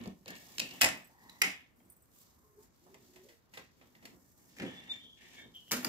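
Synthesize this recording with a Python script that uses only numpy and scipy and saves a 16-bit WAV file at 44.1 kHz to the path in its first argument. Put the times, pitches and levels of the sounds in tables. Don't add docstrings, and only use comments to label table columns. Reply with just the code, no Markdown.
import sys
import numpy as np
from scipy import signal
from scipy.fft import rfft, irfft
from scipy.io import wavfile
from scipy.ndimage import uniform_filter1d, map_coordinates

SR = 44100
rng = np.random.default_rng(int(sys.argv[2]) if len(sys.argv) > 2 else 0)


def gain_from_decibels(decibels):
    exponent = np.asarray(decibels, float) / 20
    return 10 ** exponent


def store_pcm(level_fs):
    pcm = np.round(np.clip(level_fs, -1, 1) * 32767).astype(np.int16)
    wavfile.write(sys.argv[1], SR, np.atleast_2d(pcm).T)


N = 259308
T = np.arange(N) / SR


def unit(x):
    return x / np.sqrt(np.mean(x ** 2))


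def band(x, low_hz, high_hz):
    return signal.sosfilt(signal.butter(2, [low_hz, min(high_hz, .45 * SR)], "band", fs=SR, output="sos"), x)


def ring(x, modes):
    out, power = 0, 0
    for hz, width_hz, db in modes:
        b, a = signal.iirpeak(hz, hz / width_hz, fs=SR)
        out = out + gain_from_decibels(db) * signal.lfilter(b, a, x)
        power += gain_from_decibels(2 * db) * np.pi * width_hz / SR
    return out / np.sqrt(power)


def decay(t, t60_s):
    return np.exp(-np.log(1000) * t / t60_s)


def alike(noise, share):
    share = np.clip(share, 0, 1)
    return np.array([np.sqrt(share) * noise[1] + np.sqrt(1 - share) * noise[0], noise[1]])


def walk(rate_hz):
    k = int(SR / rate_hz)
    return uniform_filter1d(np.repeat(rng.standard_normal(N // k + 1), k), k)[:N]


def stroke(start, length, attack_s, release_db_s):
    gain = np.zeros(N)
    span = (T > start - attack_s) & (T < start + length + 70 / release_db_s)
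    since = T[span] - start
    rise = np.clip(1 + since / attack_s, 0, 1) ** 2
    gain[span] = rise * gain_from_decibels(-release_db_s * np.clip(since - length, 0, 1))
    return gain


# frequency in Hz, density in dB per Hz.
AIR = [(15, -47), (25, -7.5), (70, 3.5), (270, -5.5), (796, -14), (962, -13), (2840, -21.5), (7710, -37.5),
       (9070, -26), (12500, -12.5), (16000, -29)]


def air():
    hz = np.maximum(np.fft.rfftfreq(N, 1 / SR), 1)
    table_hz, table_db = np.transpose(AIR)
    colour = gain_from_decibels(np.interp(np.log(hz), np.log(table_hz), table_db))
    colour = colour / (1 + (hz / 1500) ** 2) ** .25
    mid, side = rfft(rng.standard_normal((2, N)))
    side = side * np.clip(hz / 420.0, .7, 1)
    return gain_from_decibels(-70) * unit(irfft(colour * np.array([mid + side, mid - side]), N))


# start in seconds, length in seconds, scrape level in dB,
# extra cloth hiss in dB, extra weight on the case in dB.
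SLIDES = [
    (.27, 0.1, -56.5, 0, 7),
    (.36, 0.24, -63, 16, 9),
    (.6, 0.2, -56.5, 11.5, 8.5),
    (4.59, 0.19, -58, -1.5, 8.5),
    (4.79, 0.13, -60, 1.5, 8),
    (4.91, 0.066, -57, 3.5, 3.5),
    (5.175, 0.045, -60, -1.5, -16),
    (5.21, 0.14, -59.5, 6, 1.5),
    (5.35, 0.076, -60.5, 9, 7),
]
SHUDDERS = [
    (.82, 0.12, -60.5, 7.5, 10.5),
    (1.42, 0.067, -48, -11, -6),
    (5.72, 0.17, -56.5, 6, 3),
]
BRUSHES = [(0.0, 0.061, -45, -15, 2), (1.22, 0.19, -64.5, 3.5, 3), (1.79, 0.12, -70.5, 0.5, 5),
           (2.15, 0.079, -67, 10.5, -4), (2.3, 0.16, -75, 7.5, -1.5), (2.61, 0.035, -61.5, 0.5, -2),
           (2.72, 0.092, -81.5, 6.5, 1), (2.85, 0.16, -65.5, -1, 3), (3.02, 0.25, -64.5, 0.5, 0.5),
           (3.55, 0.06, -57.5, -3, -1), (3.8, 0.079, -62, -15, -1), (3.93, 0.11, -71, -2, 6.5),
           (4.05, 0.089, -60, -4.5, 7), (4.2, 0.12, -62.5, -1.5, -13), (4.39, 0.4, -58, -2, -4.5),
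           (5.0, 0.041, -64.5, -1.5, 4.5), (5.45, 0.008, -67.5, 4, 13), (5.55, 0.24, -73.5, 13, 4.5)]
SLIDE_MIX_DB, SHUDDER_MIX_DB, BRUSH_MIX_DB = (-7, 1, -8, -11.5), (0, 0, 0, -1), (-3, -12.5, -3, -12.5)
SLIDE_SHAPE, SHUDDER_SHAPE, BRUSH_SHAPE = (0.019, 1600), (0.0084, 134), (0.071, 167)
REST_DB = (-77, -95, -70.5, -93)


def effort():
    power = gain_from_decibels(2 * np.array(REST_DB))[:, None] * np.ones(N)
    gestures = ((SLIDES, SLIDE_MIX_DB, SLIDE_SHAPE),
                (SHUDDERS, SHUDDER_MIX_DB, SHUDDER_SHAPE),
                (BRUSHES, BRUSH_MIX_DB, BRUSH_SHAPE))
    for rows, mix_db, shape in gestures:
        for start, length, db, hiss_db, weight_db in rows:
            gains = gain_from_decibels(db + np.array(mix_db) + np.array([weight_db, 0, hiss_db, weight_db]))
            power = power + np.outer(gains ** 2, stroke(start, length, *shape) ** 2)
    return np.sqrt(power)


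# frequency in Hz, width in Hz, level in dB.
CASE = [(134, 95, -7), (184.1, 16, -5), (245.9, 80, 1), (324, 6.7, -17.5), (440, 240, -12)]
SLIDE = [(1820, 170, 0), (2230, 220, -4), (2750, 500, -8), (3400, 500, -8)]
CLOTH = [(4000, 5300, -7.5), (6360, 5400, -5), (13500, 2600, 0.5)]
GUIDE = [(630.2, 425, 9.5), (818.7, 85, -6.5), (813, 82, -12), (1019, 6.5, -2)]


def rubbing():
    # modes, low Hz, high Hz, share alike at both ports
    parts = ((CASE, 50, 500, 0.46), (SLIDE, 1650, 3800, 0.049),
             (CLOTH, 3000, 17000, 0.066), (GUIDE, 450, 1500, 0.1))
    grain_db, flicker_db = 2.4, 1.3
    out = 0
    for gain, (modes, low_hz, high_hz, share) in zip(effort(), parts):
        unevenness = gain_from_decibels(grain_db * walk(200) + flicker_db * walk(30))
        grit = alike(rng.standard_normal((2, N)), share) * unevenness
        body = ring(grit, modes) + 0.089 * grit
        body = band(band(body, low_hz, high_hz), low_hz, high_hz)
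        out = out + gain_from_decibels(-4.0) * gain * unit(body)
    arm = stroke(4.55, 1, *BRUSH_SHAPE)
    return out - 0.56 * arm * band(out, 6600, 19000)


# time in seconds, frequency in Hz,
# level in dB, t60 in seconds.
RINGS = [(.8075, 3600, -40, .03), (.8175, 1950, -26, .1), (.819, 2230, -29, .06), (.82, 1805, -40, .25),
         (.818, 2490, -27, .1), (.817, 2790, -23, .04), (.812, 7500, -30, .02), (.843, 7550, -29, .03),
         (.8875, 14500, -40, .01), (.823, 4870, -22, .015), (1.4165, 2170, -21, .04),
         (1.418, 2100, -26, .08), (1.442, 2130, -36, .2), (1.418, 2860, -36, .12), (1.418, 2245, -35, .15),
         (1.4175, 5300, -29, .03), (5.717, 6400, -32, .02), (5.8465, 4850, -25, .014)]
BOOMS = [(.07, 77, -55, .28), (.008, 235, -42, .15), (.072, 192, -35, .09), (.058, 720, -50, .12),
         (.105, 180, -48, .1), (.831, 71, -47, .35), (.858, 187, -44, .2), (.83, 746, -32, .2),
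         (.84, 655, -29, .15), (1.42, 415, -45, .25), (1.417, 775, -39, .18), (4.598, 800, -49, .2),
         (4.61, 200, -36, .12), (4.645, 190, -40, .2), (4.76, 790, -55, .12), (5.72, 244, -36, .15),
         (5.767, 244, -38, .15)]
PINGS = [(.287, 7000, -50, .015), (.445, 13700, -58, .02), (.555, 14000, -58, .02),
         (1.295, 4000, -44, .025), (1.8, 3200, -71, .07), (2.875, 885, -67, .25), (2.944, 2080, -60, .08),
         (3.166, 1005, -67, .12), (3.17, 640, -66, .1), (3.3, 1990, -66, .06), (3.537, 2010, -53, .065),
         (4.053, 4400, -49, .027), (5.552, 6000, -62, .012)]
SHELL_LEFT_DB = -7


def pings():
    rows = RINGS + BOOMS + PINGS
    t = np.arange(SR // 4) / SR
    out = np.zeros((2, N + len(t)))
    for (s, hz, db, t60_s), shake in zip(rows, rng.standard_normal((len(rows), 2, 256))):
        shake = alike(shake, 300 / hz) * np.exp(-t[:256] / .0012)
        note = np.sin(2 * np.pi * hz * t) * decay(t, t60_s)
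        note = signal.fftconvolve(note[None], shake, axes=1)[:, :len(t)]
        note = note / np.abs(note).max(axis=1, keepdims=True)
        left_db = SHELL_LEFT_DB if 500 < hz < 900 else 0
        i = int(s * SR)
        out[:, i:i + len(t)] += gain_from_decibels(db + np.array([[left_db], [0]])) * note
    return out[:, :N]


# time in seconds, tube level in dB,
# case thump in dB over the tube, crack in dB over the tube, rattle in milliseconds.
RELEASE = [(0.0129, -57, -1, -24, 2.5), (.037, -56, -1, -2, 5.3), (0.0579, -52, 7, -18, 1.7),
           (0.0749, -57, 4, 3, 3), (0.1074, -73, 12, -9, 2.8), (0.2589, -50, -1.5, -13, 0.98),
           (0.2787, -43, -12.5, -3.5, 9.1), (0.3036, -51, -4.5, 1.5, 10), (0.3529, -49.5, -23, -28, 1.4),
           (0.582, -32, -22, -5.5, 2.7), (0.5955, -31.5, -24, -2.5, 3), (0.599, -28, -23, -5, 4),
           (0.619, -43, -7, -12, 1.9), (.689, -50, -19, -9.5, 5), (0.7083, -44.5, -21, -20, 7.3)]
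STOP = [(.806, -47, -30, -22, 8), (.8116, -21, -30, -4, 5), (.8170, -20, -33, 3, 2),
        (.822, -22, -25, -4, 8), (.831, -24, -25, -3, 7), (.8425, -23, -23, -1, 4),
        (.8468, -23, -21, -2, 3), (.856, -29, -22, -3, 12), (.887, -33, -21, -6, 5)]
CLACK = [(1.297, -56.5, -32.5, 4.5, 2.7), (1.4165, -22.5, -38, -5.5, 1.2), (1.4192, -19.5, -48, -2, 1.3),
         (1.4222, -26, -37.5, -4.5, 3.9), (1.434, -33, -20, -23.5, 5), (1.4405, -31, -15, -17.5, 5.6),
         (1.446, -34, -20, -7, 42), (1.8018, -68, 0, -16, 5.3), (1.899, -75, -9, 4, 8.1)]
TOUCH = [(2.6309, -75, -21, 18, 13), (2.86, -89, 17, -7, 22), (2.9426, -54, -12, -5, 8.9),
         (3.135, -67, -19, 3, 11), (3.158, -55.5, -16.5, -3.5, 18), (3.285, -57.5, -20, -1.5, 25),
         (3.5362, -50, -20.5, -3, 20), (3.5722, -41.5, -15, -12.5, 12.7), (3.8112, -59.5, -11, -21, 19),
         (3.9503, -57.5, -19, -21, 12.4), (4.0249, -60, -11, -3, 21), (4.0525, -46.5, -22, -3.5, 12.4)]
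LOCK = [(4.565, -55, -5, -1, 24), (4.5853, -54.5, 7, -2, 2), (4.598, -39.5, -7.5, -22, 9.3),
        (4.6185, -40.5, 5.5, -36, 18), (4.6301, -49, -14, -13, 2), (4.6641, -48.5, -1, -17, 3),
        (4.6485, -49, 7, -25, 28), (4.72, -65, 8, -20, 3.7), (5.04, -64, 0, -20, 3.3)]
LATCH = [(5.6785, -67, -1, -12, 3), (5.7105, -37, -23, -3, 4.7), (5.7168, -29, -7, 3.5, 2.5),
         (5.722, -30, -19, 2.5, 8.6), (5.7285, -29, -14.5, -3.5, 19), (5.765, -38.5, -8, 0.5, 18),
         (5.829, -43, -13, -11, 13), (5.8462, -31, -7, 1, 7.2), (5.853, -40.5, -6.5, -10, 35)]
# frequency in Hz, width in Hz, level in dB.
TUBE_IN = [(1900, 340, -14), (2700, 500, 3.5), (3100, 88, 1.5), (3870, 74, -7), (4316, 990, 3)]
TUBE_STOP = [(1810, 100, 7.5), (1992, 150, 15.5), (2196, 200, 12), (2510, 180, 13), (2790, 120, 3.5),
             (3200, 1400, 0), (5030, 420, 5), (7300, 3000, -2), (9200, 1200, -7.5)]
TUBE_HALF = [(1300, 40, -12.5), (1590, 91, -1), (1950, 160, 1), (2035, 90, 9.5), (2183, 80, 11.5),
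             (2340, 78, 1), (2497, 60, 4.5), (2834, 100, -3), (5050, 590, -4.5), (8760, 590, -17.5),
             (11500, 940, -15)]
TUBE_HELD = [(2000, 170, 18), (2500, 830, 11), (3300, 650, -7), (4650, 630, -14)]
TUBE_OUT = [(1400, 770, -4), (1920, 630, 25), (2370, 150, 19), (2680, 110, -21.5), (3430, 170, -29)]
TUBE_FULL = [(1490, 600, 9.8), (1900, 270, 11.6), (2250, 160, 11), (2717, 460, 4.4), (4900, 300, 2.8),
             (6600, 450, 4.4), (11400, 4000, 4.8)]
# frequency in Hz, width in Hz, level in dB.
SHELL = [(534, 55, 6.5), (652, 93, 7.5), (740, 390, 3.5), (900, 590, -17), (1030, 1000, -18)]
CRACK = [(5070, 1300, 0.5), (6030, 4400, 8), (7400, 770, -4), (11800, 7100, -15.5), (13000, 8000, 5),
         (14300, 3400, -9.5)]
SHELL_OVER_CASE_DB = (-2, 11, -4.5, 6, -16, -5)


def hits():
    stages = ((RELEASE, TUBE_IN), (STOP, TUBE_STOP), (CLACK, TUBE_HALF),
              (TOUCH, TUBE_HELD), (LOCK, TUBE_OUT), (LATCH, TUBE_FULL))
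    n = 4096
    ms = np.arange(n) / SR * 1000
    snap = 1.68 * np.exp(-ms / 2)
    soft = ms / 14 * np.exp(1 - ms / 14)
    port_share = np.array([[.4], [.8], [.45], [.2]])
    drive = np.zeros((2, 3, N + n))
    tubes = np.zeros((2, N + 3 * n))
    for (table, tube), shell_db in zip(stages, SHELL_OVER_CASE_DB):
        chatter = rng.standard_normal((len(table), 2, 4, n))
        for (s, db, case_db, crack_db, rattle_ms), noise in zip(table, chatter):
            sharp = (np.exp(-ms / rattle_ms) + snap) * (1 - np.exp(-ms / (0.14 * rattle_ms)))
            push = np.array([sharp, soft, np.sqrt(sharp * soft) + sharp, sharp])
            gains = gain_from_decibels(db - 3 + np.array([0, case_db, case_db + shell_db, crack_db]))
            push = gains[:, None] * push * alike(noise, port_share)
            i = int(s * SR)
            drive[..., i:i + n] += push[:, 1:]
            tubes[:, i:i + 3 * n] += ring(np.pad(push[:, 0], ((0, 0), (0, 2 * n))), tube)
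    case, shell, crack = (ring(drive[:, k, :N], modes) for k, modes in enumerate((CASE, SHELL, CRACK)))
    case = band(band(case, 110, 600), 110, 600)
    shell = gain_from_decibels(np.array([[SHELL_LEFT_DB], [0]])) * band(shell, 400, 1400)
    return tubes[:, :N] + case + shell + band(crack, 3400, 19000)


def wobble(rate_hz):
    slow = signal.butter(2, rate_hz, fs=SR, output="sos")
    return unit(signal.sosfilt(slow, rng.standard_normal((2, N))))


def slip(rows, wobble_hz, tone, overtone_db):
    attack_s, release_db_s = .022, 480
    out = np.zeros(N)
    waver = wobble(wobble_hz)
    for start, length, first_hz, last_hz, db in rows:
        span = slice(max(int((start - attack_s) * SR), 0), int((start + length) * SR) + SR // 5)
        hz = np.interp(T[span], [start, start + length], [first_hz, last_hz])
        turn = 2 * np.pi * np.cumsum(hz) / SR
        a, b = waver[:, span]
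        voice = (tone + a) * np.cos(turn) + b * np.sin(turn)
        voice = voice + gain_from_decibels(overtone_db) * (tone + b) * np.cos(2 * turn)
        gain = gain_from_decibels(db) * stroke(start, length, attack_s, release_db_s)[span]
        out[span] += gain * voice / np.sqrt(1 + tone ** 2 / 2)
    return out


# start in seconds, length in seconds, first pitch in Hz,
# last pitch in Hz, level in dB.
SCRAPE = [(4.6, .05, 1760, 1740, -57), (4.67, .12, 1790, 1900, -63), (4.8, .2, 1880, 1960, -69),
          (4.92, .035, 2240, 2310, -59), (5.22, .08, 1980, 1900, -71), (5.38, .035, 2230, 2180, -60),
          (5.39, .03, 1750, 1740, -61), (.285, .045, 1780, 1770, -53), (1.0, .06, 1820, 1800, -72),
          (1.18, .2, 1850, 1950, -70), (3.95, .08, 1950, 1940, -75)]


def scrape():
    return slip(SCRAPE, wobble_hz=89, tone=0.38, overtone_db=-34.5)


# start in seconds, length in seconds, first pitch in Hz, last pitch in Hz,
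# level in dB.
SQUEAK = [(4.668, 0.033, 3040, 3080, -55.5), (4.76, 0.018, 3420, 3430, -63), (4.93, 0.042, 3480, 3300, -59),
          (.6, 0.035, 2700, 2680, -53), (.69, 0.043, 2744, 2890, -57), (.745, .04, 2636, 2700, -65),
          (5.01, 0.13, 3220, 3300, -60), (5.38, 0.063, 3300, 3200, -64), (5.552, 0.02, 3200, 3130, -52.5),
          (5.59, 0.047, 3200, 3014, -66.5), (5.682, 0.024, 3090, 2990, -57.5)]


def squeak():
    return slip(SQUEAK, wobble_hz=130, tone=.1, overtone_db=-26)


# frequency in Hz, level in dB.
ZIP_MODES = [(7900, 6), (8850, 4), (9400, -4), (12300, -6.5), (12750, 5), (13500, 5), (14400, -2),
             (15300, 8)]
# time in seconds, level in dB.
ZIP_TAPS = [(.93, -66), (.972, -67), (1.02, -72), (1.045, -65.5), (1.07, -70), (1.76, -80.5), (1.85, -80),
            (1.899, -61), (1.92, -65), (1.965, -73.5), (2.021, -73), (5.55, -73)]


def zips():
    t60_s, scatter_db, detune_share = .07, 5, 0.0028
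    t = np.arange(SR // 4) / SR
    out = np.zeros(N + len(t))
    hz, mode_db = np.transpose(ZIP_MODES)
    draws = rng.standard_normal((len(ZIP_TAPS), 3, len(hz)))
    for (s, db), (size, detune, turn) in zip(ZIP_TAPS, draws):
        waves = np.sin(2 * np.pi * np.outer(t, hz * (1 + detune_share * detune)) + 10 * turn)
        notes = waves @ gain_from_decibels(db + mode_db + scatter_db * size)
        i = int(s * SR)
        out[i:i + len(t)] += notes * decay(t, t60_s) * np.clip(t / 0.0017, 0, 1)
    return out[:N]


# start in seconds, length in seconds, first pitch in Hz,
# last pitch in Hz, level in dB.
HUM = [
    (1.1, 0.1, 900, 934, -72),
    (1.22, 0.16, 906, 987, -67.5),
    (2.16, 0.33, 1109, 1057, -80),
]


def hum():
    return slip(HUM, wobble_hz=140, tone=.05, overtone_db=-6)


# start in seconds, length in seconds, first pitch in Hz,
# last pitch in Hz, level in dB.
CREAK = [(2.44, 0.099, 433, 418, -76), (2.56, 0.028, 418, 415, -61), (2.83, 0.037, 340, 370, -72.5),
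         (2.89, 0.065, 379, 400, -61), (3.0, 0.038, 386, 400, -69), (3.1, 0.08, 389, 365, -68.5),
         (3.19, 0.073, 367.6, 408, -65), (3.24, 0.07, 542, 591, -71), (3.26, 0.038, 487, 504, -71),
         (3.31, 0.03, 467, 465, -70.5), (3.3, 0.021, 349, 316, -69), (2.43, 0.22, 1063, 1070, -81.5),
         (2.59, .06, 874, 925, -81)]


def creak():
    return slip(CREAK, wobble_hz=30.8, tone=1.64, overtone_db=-35)


# start in seconds, length in seconds, first pitch in Hz, last pitch in Hz,
# level in dB.
SQUEAL = [
    (3.94, 0.045, 12220, 13500, -89),
    (4.0, 0.034, 13550, 12800, -80),
]


def squeal():
    return slip(SQUEAL, wobble_hz=29.9, tone=1.5, overtone_db=-90)


# time in seconds, pitch in Hz, level in dB.
WHISTLE = [(4.65, 3383, -85), (4.668, 3360, -56), (4.72, 3450, -67), (4.75, 3460, -67), (4.79, 3520, -52.5),
           (4.82, 3546, -71), (4.88, 3600, -75), (4.897, 3558, -44), (4.921, 3586, -34), (4.93, 3570, -50),
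           (4.96, 3575, -62), (5.0, 3620, -79.5), (5.044, 3620, -61), (5.075, 3530, -91), (5.34, 3490, -90),
           (5.38, 3540, -59), (5.46, 3660, -66), (5.5, 3670, -100)]


def whistle():
    s, hz, db = np.transpose(WHISTLE)
    a, b = .15 * wobble(45)
    turn = 2 * np.pi * np.cumsum(np.interp(T, s, hz)) / SR
    voice = (1 + a) * np.cos(turn) + b * np.sin(turn) + gain_from_decibels(-26) * (1 + 3 * b) * np.cos(2 * turn)
    return gain_from_decibels(np.interp(T, s, db, left=-120, right=-120)) * voice * np.sqrt(2)


# time in seconds, lag in samples.
LAG = [(0, 12), (.8, 11), (1.4, 8), (2.9, 11), (4.1, 12), (4.6, 7), (4.8, 9), (5.08, 9), (5.2, 4), (5.9, 3)]


def ports(pair):
    bass = signal.sosfiltfilt(signal.butter(2, 380, fs=SR, output="sos"), pair[0])
    heard_at = np.arange(N) - np.interp(T, *np.transpose(LAG))
    left = bass + map_coordinates(pair[0] - bass, [heard_at])
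    left = left - 0.56 * band(left, 7100, 21000)
    return np.array([gain_from_decibels(0.33) * left, pair[1]])


# centre in Hz, t60 in seconds, level in dB.
ROOM = [(157, 0.42, -1.5), (400, 0.14, 4.5), (1060, 0.13, 8.5), (2200, 0.34, 11), (5500, 0.24, 15.5),
        (11060, 0.21, -6.5)]


def room(x):
    t = np.arange(SR // 2) / SR
    tail = 0
    for hz, t60_s, db in ROOM:
        mid, side = (unit(band(rng.standard_normal(len(t)), hz / 2.0, hz * 1.73)) for _ in range(2))
        both = mid + min(hz / 460.0, 1) * side * np.array([[1], [-1]])
        tail = tail + gain_from_decibels(db) * both * decay(t, t60_s) / np.sqrt(t60_s * SR * 40)
    tail = tail * np.clip((t - .002) / 0.015, 0, 1)
    return signal.fftconvolve(x[None], tail, axes=1)[:, :N]


def scene():
    near = rubbing() + pings() + hits() + zips()
    near = near + scrape() + squeak() + hum() + creak() + squeal() + whistle()
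    return ports(near) + room(near[1]) + air()


# start in seconds, length in seconds, low edge in Hz,
# high edge in Hz, share removed.
LULLS = [(0.135, 0.086, 1070, 4070, 0.49), (1.663, 0.09, 6960, 16670, 0.52),
         (1.711, 0.53, 3120, 7080, 0.49), (2.38, 0.35, 2370, 5900, 0.47), (2.7, 0.043, 8000, 16550, 0.6),
         (3.405, 0.11, 4000, 16700, 0.58), (3.659, 0.11, 6500, 16400, 0.52), (4.169, 0.32, 2000, 5150, 0.6),
         (5.076, 0.12, 1300, 2860, 0.26), (5.473, 0.06, 4000, 12000, 0.29)]


def gate(x):
    cut = np.zeros(x.shape)
    for start, length, low_hz, high_hz, share in LULLS:
        span = slice(max(int(start * SR) - SR // 10, 0), int((start + length) * SR) + SR // 5)
        edges = signal.butter(2, [low_hz, high_hz], "band", fs=SR, output="sos")
        part = signal.sosfiltfilt(edges, x[:, span])
        cut[:, span] += share * stroke(start, length, 0.06, 1200)[span] * part
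    return x - cut


def band_limit(x):
    return signal.sosfilt(signal.butter(12, 16980, fs=SR, output="sos"), x)


def record(dry):
    dry = gate(dry)
    dry = dry - 0.3 * signal.lfilter(*signal.iirpeak(8900, 6.0, fs=SR), dry)
    dry = signal.sosfilt(signal.butter(2, 40, "high", fs=SR, output="sos"), dry)
    top = signal.sosfiltfilt(signal.ellip(8, .1, 60, 15800, "high", fs=SR, output="sos"), dry)
    return band_limit(dry - top)


dry = scene()
out = record(dry)
store_pcm(out)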